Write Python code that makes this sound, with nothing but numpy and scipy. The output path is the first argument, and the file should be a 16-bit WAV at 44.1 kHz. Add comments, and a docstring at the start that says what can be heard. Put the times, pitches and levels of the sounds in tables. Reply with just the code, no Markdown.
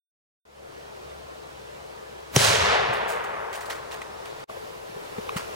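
"""A plastic bottle bursts in a quiet forest: its wall cracks and the escaping gas makes a deep thump.
Tree trunks scatter the bang into a long echo, which grows duller as air and leaves soak up the treble.
Spray and shreds drop through the shrubs. The sound cuts out briefly; then close footsteps thud and
snap twigs, and the hand-held microphone takes a few bumps. Soft wind and a far engine lie beneath."""
import sys
import numpy as np
from scipy import signal
from scipy.fft import rfft, irfft, next_fast_len
from scipy.io import wavfile
from scipy.ndimage import uniform_filter1d, map_coordinates

SR = 44100
rng = np.random.default_rng(int(sys.argv[2]) if len(sys.argv) > 2 else 0)


def digitize_waveform(pressure):
    """Quantize a signal to 16-bit integers and store it at the path in sys.argv[1].

    Rows of a 2-D input are taken as channels; values are limited to [-1, 1].
    """
    field = np.atleast_2d(pressure).T
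    bounded = np.clip(field, -1, 1)
    quanta = np.round(bounded * 32767).astype(np.int16)
    wavfile.write(sys.argv[1], SR, quanta)


N = 244755
TIME = np.arange(N) / SR
BURST_S, BLAST_S = 2.362, 2.3655  # the wall cracks, then the gas escapes

# How scattered sound reaches the two sides. Each row: frequency in Hz, likeness of left and right
# (1 is fully alike), how far the left side leads in radians.
SCATTER_STEREO = [(130, .88, -.3), (230, .8, -.1), (280, .3, -.8), (370, .86, -2.1), (700, .84, -1.85),
                  (1500, .62, -1.5), (3200, .36, -1), (5000, .4, .2), (15000, .52, 0)]
# The tones of soft soil when hit. Each row: multiple of the pitch, level in dB.
SOIL_TONES = [(1, 0), (1.7, -12)]
# The two stretches of sound, before and after the dropout. Each row: start, end, both in seconds.
STRETCHES = [(0.452, 4.443), (4.494, 5.6)]
START_S, DROPOUT_S = STRETCHES[0]


def burst():
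    """The wall splits with a crack; the freed gas sends a shock and a few deep swings of pressure."""
    # The crack's tone. Each row: frequency in Hz, level in dB.
    crack_colour = [(300, 0), (900, -1), (2000, 1.5), (4500, 1), (6300, 7), (7500, -11), (10000, -1),
                    (12000, -23), (16000, -10)]
    # The crack's width. Each row: frequency in Hz, left-right likeness, left lead in radians.
    crack_stereo = [(400, .6, -2), (2200, 0.31, -2.3), (5000, 0.88, 0.16), (15000, .65, 0.12)]
    # The pressure swings. Each row: frequency in Hz, level in dB, seconds to fade by 60 dB.
    swings = [(129, -9.5, 0.06), (380, -17.5, 0.057), (864, -26, 0.055)]
    t = np.arange(SR // 4) / SR
    out = np.zeros((2, N))
    crack = stereo_noise(crack_colour, crack_stereo, size=len(t))
    add(out, BURST_S, amp(-7.6) * crack * swell(t, rise=0.00028, t60=0.021))
    push_s = .00016  # the shock pushes this long, then sucks back
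    shock = amp(-3) * (1 - t / push_s) * np.exp(-t / push_s)
    outflow = sum(amp(db) * swell(t, 0.00093, t60) * np.sin(2 * np.pi * hz * t) / (2 * np.pi * hz)
                  for hz, db, t60 in swings)
    pressure = shock - np.gradient(outflow, t)  # we hear how fast the outflow changes
    add(out, BLAST_S, np.array([pressure] * 2))
    # A brief rush swells into the bang. Each row: frequency in Hz, level in dB.
    rush_colour = [(40, 9), (130, 10), (300, 8), (1000, 6.5), (6000, -4.5), (10000, -7), (15000, -6.5)]
    lead_in = swell(BURST_S + 0.0029 - TIME, rise=0.0018, t60=0.083)  # runs backwards in time
    return out + amp(-20.5) * lead_in * stereo_noise(rush_colour, SCATTER_STEREO)


def boom():
    """A deep, ragged roll follows the bang and sinks in pitch, with a rougher rumble above it."""
    start_hz, end_hz, sag_hz_per_s = 122, 64, 130
    hold_s, fade_db_per_s = .1, 46
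    age = np.maximum(TIME - BLAST_S, 0)
    hz = np.maximum(start_hz - sag_hz_per_s * age, end_hz)
    db = -32.7 - fade_db_per_s * np.maximum(age - hold_s, 0)
    phase = 2 * np.pi * np.cumsum(hz) / SR
    roll = (1 + .8 * wobble(70)) * np.sin(phase) + .8 * wobble(70) * np.cos(phase)
    rumble = wobble(110) * np.sin(1.45 * phase)
    return amp(db) * (unit(roll) + amp(-6) * unit(rumble)) * (age > 0)


def echo():
    """Countless trunks answer; the longer the path, the more treble air and leaves have taken."""
    # The echo's tone at first. Each row: frequency in Hz, level in dB.
    colour = [(30, -29), (120, -7.5), (190, -8.5), (270, -14), (330, -11.5), (410, 4), (600, 2), (900, 1.4),
              (2000, -1.5), (4000, -2), (6500, -4.5), (10000, -9.5), (12500, -19), (16000, -20)]
    # What air and leaves soak up. Each row: frequency in Hz, loss in dB per second.
    air_loss = [(100, 13.5), (400, 2), (1000, -1), (2000, 5), (3500, 21.5), (6000, 46.5), (9000, 79.5),
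                (15000, 93)]
    # Dense groups of trees answer louder. Each row: delay in seconds, spread in seconds, lift in dB.
    groves = [(.11, 0.039, 2.7), (.35, .075, 1.9)]
    # The echo's direction. Each row: time in seconds, left minus right in dB.
    direction = [(2.38, 2), (2.46, -2), (2.6, 0), (4.4, 1.5)]
    clear_path_s = 0.057  # earlier reflections pass almost no leaves
    build_s, hold_s, fade_db_per_s = 0.072, 0.43, 15
    reflections = patchy(stereo_noise(colour, SCATTER_STEREO), depth_db=0.7, size=1024)
    hz, t, spectrum = signal.stft(reflections, SR, nperseg=512)
    loss_db = along(air_loss, hz)[:, None] * np.maximum(t - BURST_S - clear_path_s, 0)
    dulled = signal.istft(spectrum * amp(-loss_db), SR, nperseg=512)[1][:, :N]
    age = TIME - BURST_S
    build_db = -4.5 * np.clip(1 - age / build_s, 0, 1)
    fade_db = -fade_db_per_s * np.maximum(age - hold_s, 0)
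    groves_db = sum(db * np.exp(-((age - delay) / spread) ** 2) for delay, spread, db in groves)
    trunks_db = 1.1 * wobble(700) + .4 * wobble(60)  # single strong reflections stand out
    gain = amp(-18.5 + build_db + fade_db + groves_db + trunks_db)
    return dulled * gain * pan(curve(direction)) * (age > 0) * (TIME < DROPOUT_S)


def spray():
    """What the bottle held is flung into the shrubs on the right and crackles in the leaves."""
    # The tone of drops on leaves. Each row: frequency in Hz, level in dB.
    colour = [(1200, -25), (2200, -7), (3400, 0), (5000, -7), (6500, 5), (9000, -4), (12000, -20),
              (16000, -19)]
    drops = patchy(stereo_noise(colour, SCATTER_STEREO), depth_db=3.2, size=1024)
    crackle = unit(amp(5 * wobble(1500)))
    return amp(-35) * drops * crackle * swell(TIME - 2.4, rise=.12, t60=.7) * pan(-5)[:, None]


def debris():
    """A heavy piece lands first; light shreds come down later through the shrubs."""
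    # Each row: start in seconds, level in dB, rise in seconds, brightness in dB per octave.
    shreds = [(2.924, -44.5, 0.014, 10), (3.069, -36.5, 0.03, 2), (3.238, -42.5, .002, 2),
              (3.527, -34.5, .003, -1.5), (3.538, -37, 0.015, -0.5), (3.604, -39, 0.0058, 0),
              (3.652, -44, 0.009, 1), (3.694, -30, 0.0093, -2.5), (3.734, -42, .025, -3.5),
              (3.904, -35, 0.02, -4), (4.017, -35, .0008, -4.6), (4.25, -40.5, .008, -3.5),
              (4.392, -44, 0.0017, -4)]
    out = np.zeros((2, N))
    add(out, 2.878, knock(SOIL_TONES, db=-31, hz=123, rise=0.023, t60=0.12))
    for start, db, rise, tilt_db in shreds:
        t60 = 0.19 * (rise / 0.008) ** 0.34  # a slower brush lasts longer
        add(out, start, leaf_brush(db, rise, t60, tilt_db))
    return out


def footsteps():
    """Feet thud on the soil, snap twigs and crunch dry leaves."""
    # The thuds. 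Each row: start in seconds, level in dB, pitch in Hz.
    steps = [(4.894, -38.5, 171), (4.958, -37, 159), (5.182, -27, 196), (5.358, -20.5, 159)]
    # The snaps. Each row: start in seconds, level in dB, pitch in Hz.
    twigs = [(5.182, -32.5, 840), (5.2923, -19.7, 1120), (5.367, -23.5, 1360), (5.374, -24, 957)]
    # A twig's tones. Each row: multiple of the pitch, level in dB.
    wood_tones = [(1, 1.5), (2.2, -3), (3.1, -10)]
    # Leaves under the last step. Each row: start in seconds, level in dB, rise in seconds,
    # seconds to fade by 60 dB, brightness in dB per octave.
    crunches = [(5.358, -28.5, .017, .075, -1.1), (5.345, -38.5, 0.058, .24, -3.5)]
    out = np.zeros((2, N))
    for start, db, hz in steps:
        add(out, start, knock(SOIL_TONES, db, hz, rise=.0045, t60=0.038))
    out = low_cut(out, hz=88)  # a foot moves too little air for deep bass
    for start, db, hz in twigs:
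        add(out, start, knock(wood_tones, db, hz, rise=0.0014, t60=0.016))
    for start, db, rise, t60, tilt_db in crunches:
        add(out, start, leaf_brush(db, rise, t60, tilt_db))
    return out


def leaf_brush(db, rise, t60, tilt_db):
    """One brush through leaves: a puff of tiny crackles, each leaf with its own tone."""
    # The tone of the leaves. Each row: frequency in Hz, level in dB.
    colour = [(200, -24), (700, -1), (1600, 6), (3500, 1), (6000, -2.0), (9000, -1.5), (12000, -12),
              (16000, -7)]
    t = np.arange(SR // 3) / SR
    noise = stereo_noise(colour, SCATTER_STEREO, size=len(t))
    tilted = filtered(noise, lambda hz: amp(tilt_db * np.log2(np.clip(hz, 500, 9000))))
    crackle_db = 3.3 * unit(uniform_filter1d(rng.standard_normal(len(t)), size=20))
    return amp(db) * patchy(tilted, depth_db=2.0, size=256) * unit(amp(crackle_db)) * swell(t, rise, t60)


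def knock(tones, db, hz, rise, t60):
    """One blow sets off a few short, slightly rough tones; the higher ones die sooner."""
    t, out = np.arange(SR // 4) / SR, 0
    for multiple, tone_db in tones:
        tone_hz = hz * multiple
        drift = 0.42 * np.cumsum(rng.standard_normal(len(t))) * np.sqrt(tone_hz / SR)
        phase = 2 * np.pi * tone_hz * t + drift
        lead = along(SCATTER_STEREO, tone_hz, column=2)
        ring = np.sin([phase + lead / 2, phase - lead / 2])
        out = out + amp(db + tone_db) * swell(t, rise, t60 / multiple) * ring
    return out


def handling():
    """A hand bumps the microphone's casing, which answers with two dull tones."""
    # Each row: start in seconds, level in dB, pitch in Hz, rise in seconds, upper tone's level in dB.
    bumps = [(4.497, -32, 586, .002, 3.5), (4.562, -31, 532, 0.01, -10), (4.962, -31, 407, 0.0071, -20),
             (5.183, -23, 432, 0.0014, -12), (5.319, -31, 442, 0.013, -15)]
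    out = np.zeros((2, N))
    for start, db, hz, rise, upper_db in bumps:
        add(out, start, knock([(1, 0), (1.92, upper_db)], db, hz, rise, t60=0.055))
    return out


def wind():
    """Soft wind in the treetops, with a fine hiss that follows it and is louder after the dropout."""
    # The wind's strength. Each row: time in seconds, level in dB.
    strength = [(0.8, -41.7), (2.3, -41.3), (4.5, -38.5), (4.8, -40), (5.3, -36), (5.55, -35.5)]
    # The tone of the treetops. Each row: frequency in Hz, level in dB.
    treetop_colour = [(25, -23.5), (80, -11.5), (160, -12), (270, -16.5), (330, -6.5), (420, 2), (700, -5),
                      (1000, -7.5), (2000, -15.5), (4500, -22.5), (9000, -30), (13000, -39), (16000, -35.5)]
    # The wind's width. Each row: frequency in Hz, left-right likeness, left lead in radians.
    treetop_stereo = [(130, 0.78, 0.16), (230, 0.37, 1), (287, 0.99, -2), (350, 0.83, -3),
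                      (890, 0.62, -2.5), (2130, 0.63, -2.5), (3260, 0.21, -2), (5000, 0.18, 0.35),
                      (15000, 0.41, 1)]
    # The tone of the hiss. Each row: frequency in Hz, level in dB.
    hiss_colour = [(500, 13), (3000, 15), (6000, -29), (10000, 8), (13000, 5), (16000, 3.5)]
    wind_db = curve(strength)
    gusts = amp(wind_db + 0.26 * wobble(7.4))
    treetops = patchy(stereo_noise(treetop_colour, treetop_stereo), depth_db=1.5, size=1024)
    hiss_db = wind_db + np.where(TIME < DROPOUT_S, -22.9, -16.8)
    hiss = stereo_noise(hiss_colour, stereo=[(2000, 0.11, 0), (10000, 0.61, .2)])
    return gusts * treetops + amp(hiss_db) * hiss


def engine(age):
    """A far engine hums, wavering a little, and fades as it moves away."""
    # The hum's tones. Each row: frequency in Hz, level in dB.
    tones = [(70.0, -61), (140.0, -66), (209.9, -71)]
    fade_db_per_s = 1.95
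    wavering_time = TIME + np.cumsum(0.00936 * wobble(4.5)) / SR
    hum = sum(np.sqrt(2) * amp(db + 3.2 * wobble(5.21)) * np.sin(2 * np.pi * hz * wavering_time)
              for hz, db in tones)
    return amp(3.4 - fade_db_per_s * age) * hum


def background():
    """Wind and engine beneath the scene; the sound comes up quickly at the start."""
    age = np.maximum(TIME - START_S, 0)
    return amp(-14 * np.exp(-age / .13)) * (wind() + engine(age))


def stereo_noise(colour, stereo, size=N):
    """Noise with a given tone; a shared part and an opposed part set how alike left and right are."""
    def response(hz):
        angle = np.arccos(np.clip(along(stereo, hz), -1, 1)) / 2
        return amp(along(colour, hz)) * [np.cos(angle), np.sin(angle)]

    shared, opposed = filtered(rng.standard_normal((2, size)), response)
    lead = lambda hz: np.exp(.5j * np.outer([1, -1], along(stereo, hz, column=2)))
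    return unit(filtered(np.array([shared + opposed, shared - opposed]), lead))


def patchy(x, depth_db, size):
    """Overlapping paths boost and weaken a sound in small, shifting patches of pitch and time."""
    spectrum = signal.stft(x, nperseg=size)[2]
    patches = uniform_filter1d(rng.standard_normal(spectrum.shape[1:]), size=3, axis=0)
    patches = unit(uniform_filter1d(patches, size=4, axis=1))
    return unit(signal.istft(spectrum * amp(depth_db * patches), nperseg=size)[1][:, :x.shape[1]])


def swell(t, rise, t60):
    """A smooth climb to 1 in rise seconds, then a fade of 60 dB every t60 seconds."""
    return np.sin(np.pi / 2 * np.clip(t / rise, 0, 1)) ** 2 * amp(-60 * np.maximum(t - rise, 0) / t60)


def wobble(rate):
    """A smooth curve through rate random values a second."""
    return map_coordinates(rng.standard_normal(int(N * rate / SR) + 4), [TIME * rate])


def amp(db):
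    """Turn decibels into a gain."""
    return 10 ** (np.asarray(db) / 20)


def unit(x):
    """Scale to an average (rms) level of 1."""
    return x / np.sqrt(np.mean(x ** 2) + 1e-20)


def pan(db):
    """Left and right gains for a level difference; positive is to the left."""
    return amp(np.array([db, -db]) / 2)


def along(rows, hz, column=1):
    """Read a table's column at any frequency, blending between rows on a log scale."""
    columns = np.transpose(rows)
    return np.interp(np.log(hz + 1), np.log(columns[0] + 1), columns[column])


def curve(rows):
    """Join rows of time and value with straight lines, one value per sample."""
    return np.interp(TIME, *np.transpose(rows))


def filtered(x, response):
    """Multiply each frequency in x by response(hz)."""
    size = x.shape[-1]
    padded = next_fast_len(size + 8192)
    return irfft(rfft(x, padded) * response(np.fft.rfftfreq(padded, 1 / SR)), padded)[..., :size]


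def low_cut(x, hz):
    """Gently remove the bass below hz."""
    return signal.sosfilt(signal.butter(2, hz, "highpass", fs=SR, output="sos"), x)


def add(track, start, sound):
    """Mix a sound into the track at start seconds."""
    part = track[:, round(start * SR):][:, :sound.shape[-1]]
    part += sound[:, :part.shape[-1]]


def scene():
    """The bang and all that follows it, over the forest background."""
    bang = low_cut(burst() + boom(), hz=42)
    return bang + echo() + spray() + debris() + footsteps() + handling() + background()


def record(dry):
    """Two unequal microphone openings, rounded peaks, a silent start, a dropout and a treble limit."""
    # How the two openings differ. Each row: frequency in Hz, left minus right in dB.
    imbalance = [(60, 5), (200, 1.5), (280, 5), (430, 2.5), (700, 3.5), (1300, 0.5), (3200, -2.5),
                 (6000, -1.2), (11000, 1)]
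    # The dip between the two stretches. Each row: time in seconds, level in dB.
    dropout = [(4.443, -22), (4.47, -47), (4.482, -18), (4.495, 0)]
    heard = filtered(dry, lambda hz: pan(along(imbalance, hz)))
    rounded = heard / (1 + np.abs(heard / .95) ** 6) ** (1 / 6)
    gate = sum(np.clip(np.minimum(TIME - start, end - TIME) / 0.00077, 0, 1) for start, end in STRETCHES)
    floor = amp(curve(dropout)) * (TIME > START_S)
    return filtered(rounded * np.maximum(gate, floor), lambda hz: hz < 15900)


dry = scene()
out = record(dry)
digitize_waveform(out)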